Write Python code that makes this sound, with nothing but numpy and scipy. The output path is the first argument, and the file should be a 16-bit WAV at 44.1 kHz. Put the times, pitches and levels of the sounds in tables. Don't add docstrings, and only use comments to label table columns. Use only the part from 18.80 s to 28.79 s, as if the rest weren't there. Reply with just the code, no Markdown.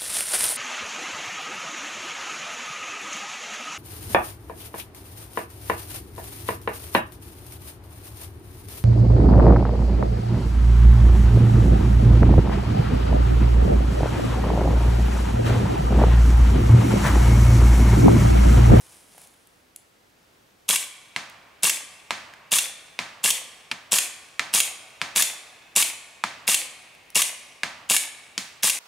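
import sys
import numpy as np
from scipy import signal
from scipy.fft import rfft, irfft, next_fast_len
from scipy.io import wavfile
from scipy.ndimage import uniform_filter1d, map_coordinates

SR = 44100
rng = np.random.default_rng(int(sys.argv[2]) if len(sys.argv) > 2 else 0)


def amplitude_ratio(level_db):
    exponent = np.asarray(level_db, float) / 20
    return 10 ** exponent


def materialize(psi):
    bounded = np.clip(np.atleast_2d(psi).T, -1, 1)
    quanta = np.round(bounded * 32767).astype(np.int16)
    wavfile.write(sys.argv[1], SR, quanta)


N = 440559
TIME = np.arange(N) / SR

# start_s, pop_db, gas_db, slam_db
SHOTS = [(1.8884, -2, -2.5, -12), (2.8315, -2.5, -1.5, -8.5), (3.717, -4.5, -0.5, -8.5),
         (4.4392, -3, -1, -7), (5.119, -2, -0.5, -8), (5.7371, -2.5, -0.5, -7), (6.3594, -2.5, 0, -6.5),
         (6.9605, -0.5, 0.5, -9.5), (7.6767, -2.5, -1, -7.5), (8.3543, 0, -1, -8),
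         (9.0977, -1.5, -0.5, -7.5), (9.8319, -2.5, -0.5, -8)]
CYCLE_MS = [69.3, 63.4, 67.8, 64.4, 65, 64.9, 62.3, 63.2, 66.4, 64.4, 66.4, 65.1]
USUAL_CYCLE_MS = 64


def colour(x, points):
    hz, db = np.transpose(points)
    size = next_fast_len(x.shape[-1])
    bins = np.log(np.arange(size // 2 + 1) * SR / size + 1)
    gain = amplitude_ratio(np.interp(bins, np.log(hz), db))
    return irfft(rfft(x, size) * gain, size)[..., :x.shape[-1]]


def unit(x):
    return x / np.sqrt(np.mean(x ** 2))


def stereo(mid, side, extra_db, wide=None):
    # pitch_hz, side_minus_mid_db
    usual_width = [(60, -12), (110, -22), (200, -36), (380, -25), (700, -12), (1290, -7.5), (2380, -8),
                   (4400, -7.5), (8120, -9.5), (15000, -22)]
    side = colour(side, wide or usual_width) * amplitude_ratio(extra_db)
    return np.array([mid + side, mid - side])


def ring(x, modes):
    out = 0
    for hz, width, db in modes:
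        r = np.exp(-np.pi * abs(width) / SR)
        poles = [1, -2 * r * np.cos(2 * np.pi * hz / SR), r * r]
        out = out + amplitude_ratio(db) * np.sqrt((1 - r) / 2) * signal.lfilter([1, 0, -1], poles, x)
    return out


def add(track, s, piece):
    i = int(s * SR)
    track[..., i:i + piece.shape[-1]] += piece[..., :N - i]


def knock(ms, noise, sharp=2.5, order=1):
    t_ms = np.arange(len(noise)) / SR * 1000
    rattle = noise * np.exp(-(t_ms / max(ms, .05)) ** order)
    rattle[0] = -sharp
    return rattle


def air():
    # pitch_hz, level_db_per_hz
    hiss = [(15, -42), (25, -1), (70, -3.5), (236, -6), (277, -5.5), (344, -6.5), (373, -6.5),
            (1260, -12.5), (1370, -12), (3340, -15.5), (12500, -24.5), (16000, -25.5)]
    # pitch_hz, side_minus_mid_db
    hiss_width = [(60, -20), (110, -14.5), (200, -6.5), (380, -1.5), (700, 0.5), (1290, 1), (2380, -1.5),
                  (4400, -5), (8120, -7), (15000, -23)]
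    swell = unit(uniform_filter1d(rng.standard_normal(N), size=9000))
    mid, side = unit(colour(rng.standard_normal((2, N)), hiss))
    return stereo(mid, side, 0., hiss_width) * amplitude_ratio(-61.5 + 0.67 * swell)


def sleeves():
    # loudest_s, level_db, rise_db_per_s, fall_db_per_s
    sweeps = [
        (0.17, -56, -5, 164),
        (0.44, -53.5, 57, 400.0),
        (0.476, -63, 60.0, 37),
    ]
    # pitch_hz, level_db_per_hz
    cloth = [(530, -4), (900, -1), (1590, -6.5), (1990, -7), (2390, -3), (2830, -7), (3110, -4.5),
             (4630, -8.5), (4980, -5), (9880, -8.5), (16000, -18)]
    effort = np.zeros(N)
    for s, db, rise, fall in sweeps:
        effort += amplitude_ratio(db + np.minimum(rise * (TIME - s), fall * (s - TIME)))
    crackle = rng.exponential(size=N // 60 + 1).clip(0, 3.5).repeat(60)[:N]
    grain = amplitude_ratio(2.2 * uniform_filter1d(crackle, size=40))
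    rub = colour(rng.standard_normal(N), cloth)
    rub = rub + 1.2 * ring(rub, [(9900, 2300, 0)])
    return unit(rub * grain) * effort


def hands():
    # start_s, peak_db,
    # pitch_hz, bright_db
    ticks = [(0.148, -36, 9890, -2), (0.1694, -41, 9080, 2.5), (0.3805, -30, 9770, 9),
             (0.4165, -29, 9780, 7), (0.4364, -39, 10700, -1), (0.4724, -33, 9390, 17),
             (0.54, -41, 1620, -3), (0.6719, -38, 3530, 16), (0.9616, -18, 10000, 9),
             (2.4986, -30, 2150, 3), (8.15, -34.5, 2410, -7), (8.3028, -27, 6750, 11)]
    # start_s, peak_db, pitch_hz
    bumps = [
        (0.12, -50, 650),
        (0.348, -45, 500),
        (0.379, -38, 550),
        (0.419, -45, 753),
        (3.5375, -33, 1650),
    ]
    out = sleeves()
    chance = rng.standard_normal((len(ticks), 600))
    for (s, db, hz, bright_db), noise in zip(ticks, chance):
        tick = knock(1.3, noise[::-1])
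        tick = ring(tick, [(hz, 0.17 * hz, 0), (9000, 6000, bright_db), (3200, 2000, -6)])
        add(out, s, amplitude_ratio(db - 4.5) * tick / np.abs(tick).max())
    for s, db, hz in bumps:
        bump = ring(knock(2.3, chance[0]), [(hz, 700, 0)])
        add(out, s, amplitude_ratio(db) * bump / np.abs(bump).max())
    return out


def pistol_blows():
    # after_pop_ms, length_ms, grip_db, frame_db, slide_db
    cycle = [
        (-7.5, 4.4, -52, -49, -32),
        (-3.5, 3.2, -32, -23.5, -34),
        (0.94, 0.57, -25, -5, -2.5),
        (4.5, 1.6, -27, -12.5, -27),
        (10.5, 1.9, -28, -37, -8),
        (18.5, 4.6, -25.5, -12.5, -21),
        (37.5, 3.2, -20, -35, -13),
        (43, 8, -28, -22.5, -40),
        (46, 2.3, -18.5, -39, -31),
    ]
    # after_pop_ms, length_ms, level_db
    recoil = [
        (3.535, 1.6, -28.5),
        (10.23, 2.92, -22),
        (46.3, 1.3, -32.5),
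    ]
    close_db = (-45, -31, -14.5, -7.5)
    knocks_db = -3.5
    follow = np.array([1, 1, 0.36, 1])
    blows = np.zeros((4, N))
    chance = rng.standard_normal((len(SHOTS), len(cycle) + 1, 900))
    usual = rng.standard_normal(chance.shape[1:])
    for (s, pop_db, _, slam_db), cycle_ms, noise in zip(SHOTS, CYCLE_MS, chance):
        slow = cycle_ms / USUAL_CYCLE_MS

        def at(ms):
            return s + .0007 + ms * (slow if ms > 20 else 1) / 1000

        for (ms, length, *db), own, same in zip(cycle, noise, usual):
            mixed = [0.35 * same + 0.75 * own, own, own]
            piece = np.array([knock(length, row) for row in mixed])
            shot_db = pop_db if ms < 2 else knocks_db
            level_db = np.array(db) + shot_db + 0.78 * own[-1]
            add(blows[1:], at(ms), piece * amplitude_ratio(level_db)[:, None])
        for (ms, length, db), own, same in zip(recoil, noise, usual[[3, 4, 8]]):
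            add(blows[0], at(ms), knock(length, same) * amplitude_ratio(db + knocks_db + own[-2]))
        slam = knock(7.1, noise[0][::-1], sharp=1.2, order=4)
        slam = slam + amplitude_ratio(-14) * knock(5.4, noise[-1][::-1], sharp=0)
        add(blows, s + cycle_ms / 1000, slam * amplitude_ratio(np.array(close_db) + follow * slam_db)[:, None])
    return blows


def gas_flow():
    flow = np.zeros(N)
    t_ms = np.arange(int(SR / 5)) / SR * 1000
    vent_ms = [1, 5.1, 60.0, 57, 70, 118, 161, 200]
    vent_db = [-57.5, -24, -24, -35, -35, -35, -45.5, -61]
    for (s, _, gas_db, _), cycle_ms in zip(SHOTS, CYCLE_MS):
        slow = cycle_ms / USUAL_CYCLE_MS
        add(flow, s, amplitude_ratio(gas_db + np.interp(t_ms / slow, vent_ms, vent_db)))
    return flow


def pistol():
    # pitch_hz, width_hz, level_db
    thump_modes = [(192.4, 27.5, -3.5), (266, 87, -2.5), (454, 80, -2), (654, 154, 1.5)]
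    grip_modes = [(1150, 120, 0.41), (1715, 230, 0.026)]
    frame_modes = [(2300, 37, -15), (2783, 110, -5.5), (3390, 940, -1), (4980, 740, -9.5)]
    slide_modes = [(6580, 1800, -2), (7400, 120, -15.5), (7680, 86, -9.5), (8700, 150, -13),
                   (9520, 470, -6.5), (10660, 1200, -13)]
    # pitch_hz, level_db_per_hz
    gas = [(150, -54), (250, -14), (373, -17.5), (538, -14.5), (1120, -8), (1330, -12.5), (2020, -6.5),
           (2240, -4.5), (4990, -7.5), (8850, 0.5), (11700, -2), (16000, -17)]
    blows = pistol_blows()
    thump = ring(blows[0], thump_modes)
    grip = ring(blows[1], grip_modes)
    frame = ring(blows[2], frame_modes)
    slide = ring(blows[3], slide_modes)
    body = thump + grip + frame + slide

    sputter = amplitude_ratio(1.8 * unit(uniform_filter1d(rng.standard_normal(N), size=25)))
    jets = unit(colour(rng.standard_normal((2, N)), gas)) * gas_flow() * sputter
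    sung = 0.34 * ring(jets[0], slide_modes + frame_modes)

    thrown = 0.29 * (thump + grip) + 0.073 * frame + 0.7 * slide
    thrown = thrown + 0.41 * ring(blows[2], [(2500, 450, -2), (3430, 590, 0)])
    blast = 1.24 * colour(blows[2] + blows[3], gas)
    return body + jets[0] + sung, jets[1] + sung, thrown + blast + jets[0]


def wood(echoes, size):
    # pitch_hz, level_db, first_t60_s, late_level_db, late_t60_s
    octaves = [(124.4, -18, 0.98, -24, 7), (240, -9.5, 0.77, -25.5, 1.8), (510, -5, 0.38, -19.5, 6.2),
               (857, -13.5, 0.55, -19, 2.54), (1946, -6.5, 0.53, -25.5, 4.9),
               (3700, -6.5, 0.43, -24.5, 1.93), (7350, -5.5, 0.31, -22, 0.98), (13100, -15, 0.37, -44, .7)]
    t = np.arange(size) / SR
    out = np.zeros((2, size))
    for hz, db, t60, late_db, late_t60 in octaves:
        octave = signal.butter(2, [hz / 1.41, hz * 1.41], "band", fs=SR, output="sos")
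        band = signal.sosfilt(octave, rng.standard_normal((2, size)))
        out += band * (amplitude_ratio(db - 60 * t / t60) + amplitude_ratio(late_db - 60 * t / late_t60))
    out *= np.clip(t / 0.0015, 0, 1) / np.sqrt(SR / 20)
    click = np.eye(1, 400)[0]
    for s, db, hz in echoes:
        add(out[0], s, amplitude_ratio(db) * ring(click, [(hz, .5 * hz, 0)]))
    return stereo(*out, 1.26)


def scatter(x, answer):
    return signal.fftconvolve(x[None], answer, axes=1)[:, :N]


def sway(x):
    k = SR // 4
    wander = uniform_filter1d(uniform_filter1d(rng.standard_normal(N), k), k)
    drift = unit(wander) * 0.4 * SR / 1000
    return np.array([map_coordinates(row, [np.arange(N) - drift], mode="nearest") for row in x])


def far_air(x):
    return signal.sosfilt(signal.butter(2, 9500, fs=SR, output="sos"), x)


def meadow_edges():
    # delay_s, peak_db, pitch_hz
    returns = [
        (0.1392, -13.5, 2300),
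        (0.3685, -33, 2400),
    ]
    out = np.zeros(N)
    noise = rng.standard_normal(500)
    for lag, db, hz in returns:
        back = ring(knock(3.6, noise), [(hz, 900, 0), (4200, 2500, -6)])
        for (s, *_), luck in zip(SHOTS, rng.standard_normal(len(SHOTS))):
            if s + lag < N / SR:
                add(out, s + lag, amplitude_ratio(db - 8.5 + 0.5 * luck) * back / np.abs(back).max())
    return far_air(out)


def target():
    # start_s, peak_db, panel_pitch_hz, crack_db, deep_panel_db
    hits = [(2.3613, -7, 1970, -2, -10), (3.3063, -5, 1630, -2, -8), (4.1893, -6, 2060, -1.5, -3),
            (4.9130, -12, 2070, -2.5, -13.5), (5.5937, -4.5, 1720, 0, -11.5), (6.2146, -4.5, 1810, 1, -5),
            (7.4377, -4.5, 1580, 0, -1), (8.8326, -6, 1880, -3.5, -11), (9.5777, -4, 3470, 26.5, -2)]
    direct, wet = np.zeros(N), np.zeros(N)
    chance = rng.standard_normal((len(hits), 2, 4000))
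    for (s, db, hz, crack_db, deep_db), (noise, rumble) in zip(hits, chance):
        weak = max(0., -8 - db)
        glance = 0.06 * amplitude_ratio(1.5 * weak)
        blow = knock(2.5 + .5 * weak, glance * noise, sharp=-0.62 * amplitude_ratio(-0.8 * weak))
        blow = np.convolve(blow, np.hanning(6))
        crack = ring(blow, [(3630, 6900, crack_db), (7640, 18000, crack_db - 4)])
        panel = ring(blow, [(hz, 0.52 * hz, 2.5), (1100, 300, deep_db)])
        slap = crack - np.roll(panel, int(.00013 * SR))
        slap = slap + .3 * np.roll(panel, int(.0028 * SR))
        trunks = .1 * np.roll(slap, int(0.009 * SR)) - 0.14 * np.roll(slap, int(.0105 * SR))
        slap = slap + trunks
        boom_db = -45 - 0.85 * db
        boom = ring(np.convolve(knock(23.5, rumble, sharp=0), np.hanning(6)), [(199, 98, boom_db)])
        add(direct, s + 0.00109, amplitude_ratio(db) * (slap / np.abs(slap).max() + boom))
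        edge = 0.26 * amplitude_ratio(crack_db)
        add(wet, s + .003, amplitude_ratio(db - 0.47 - 0.4 * crack_db) * np.array([1 + edge, -edge]))
    return far_air(direct), wet


def scene():
    # delay_s, level_db, pitch_hz
    treelines = [
        (0.079, -22, 580),
        (.11, -25.5, 625),
    ]
    # pitch_hz, level_db_per_hz
    panel_tail = [(59, -30), (100, -9), (262, -10), (434, -18.5), (607, -8.5), (1160, -1), (1350, -2),
                  (2130, -4.5), (6350, -12.5), (15000, -29.5)]
    rustle = hands()
    gun, across, outward = pistol()
    slap, wet = target()
    near = stereo(gun + rustle + slap + meadow_edges(), across, -0.52)
    gun_tail = sway(scatter(outward + 0.91 * rustle, wood(treelines, size=66000)))
    lean_db = np.array([[-.5], [.5]])
    around_target = colour(wood([], size=48000), panel_tail) * amplitude_ratio(23.5 + lean_db)
    return near + gun_tail + scatter(wet, around_target) + air()


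def top_cut(x):
    return signal.sosfilt(signal.butter(12, 16660, fs=SR, output="sos"), x)


def record(dry):
    dry = signal.sosfilt(signal.butter(2, 60, "high", fs=SR, output="sos"), dry)
    dry = np.tanh(1.5 * dry) / 1.4
    dry = signal.sosfilt(signal.ellip(8, .3, 50, 15700, fs=SR, output="sos"), dry)
    return top_cut(dry)


dry = scene()
out = record(dry)
materialize(out)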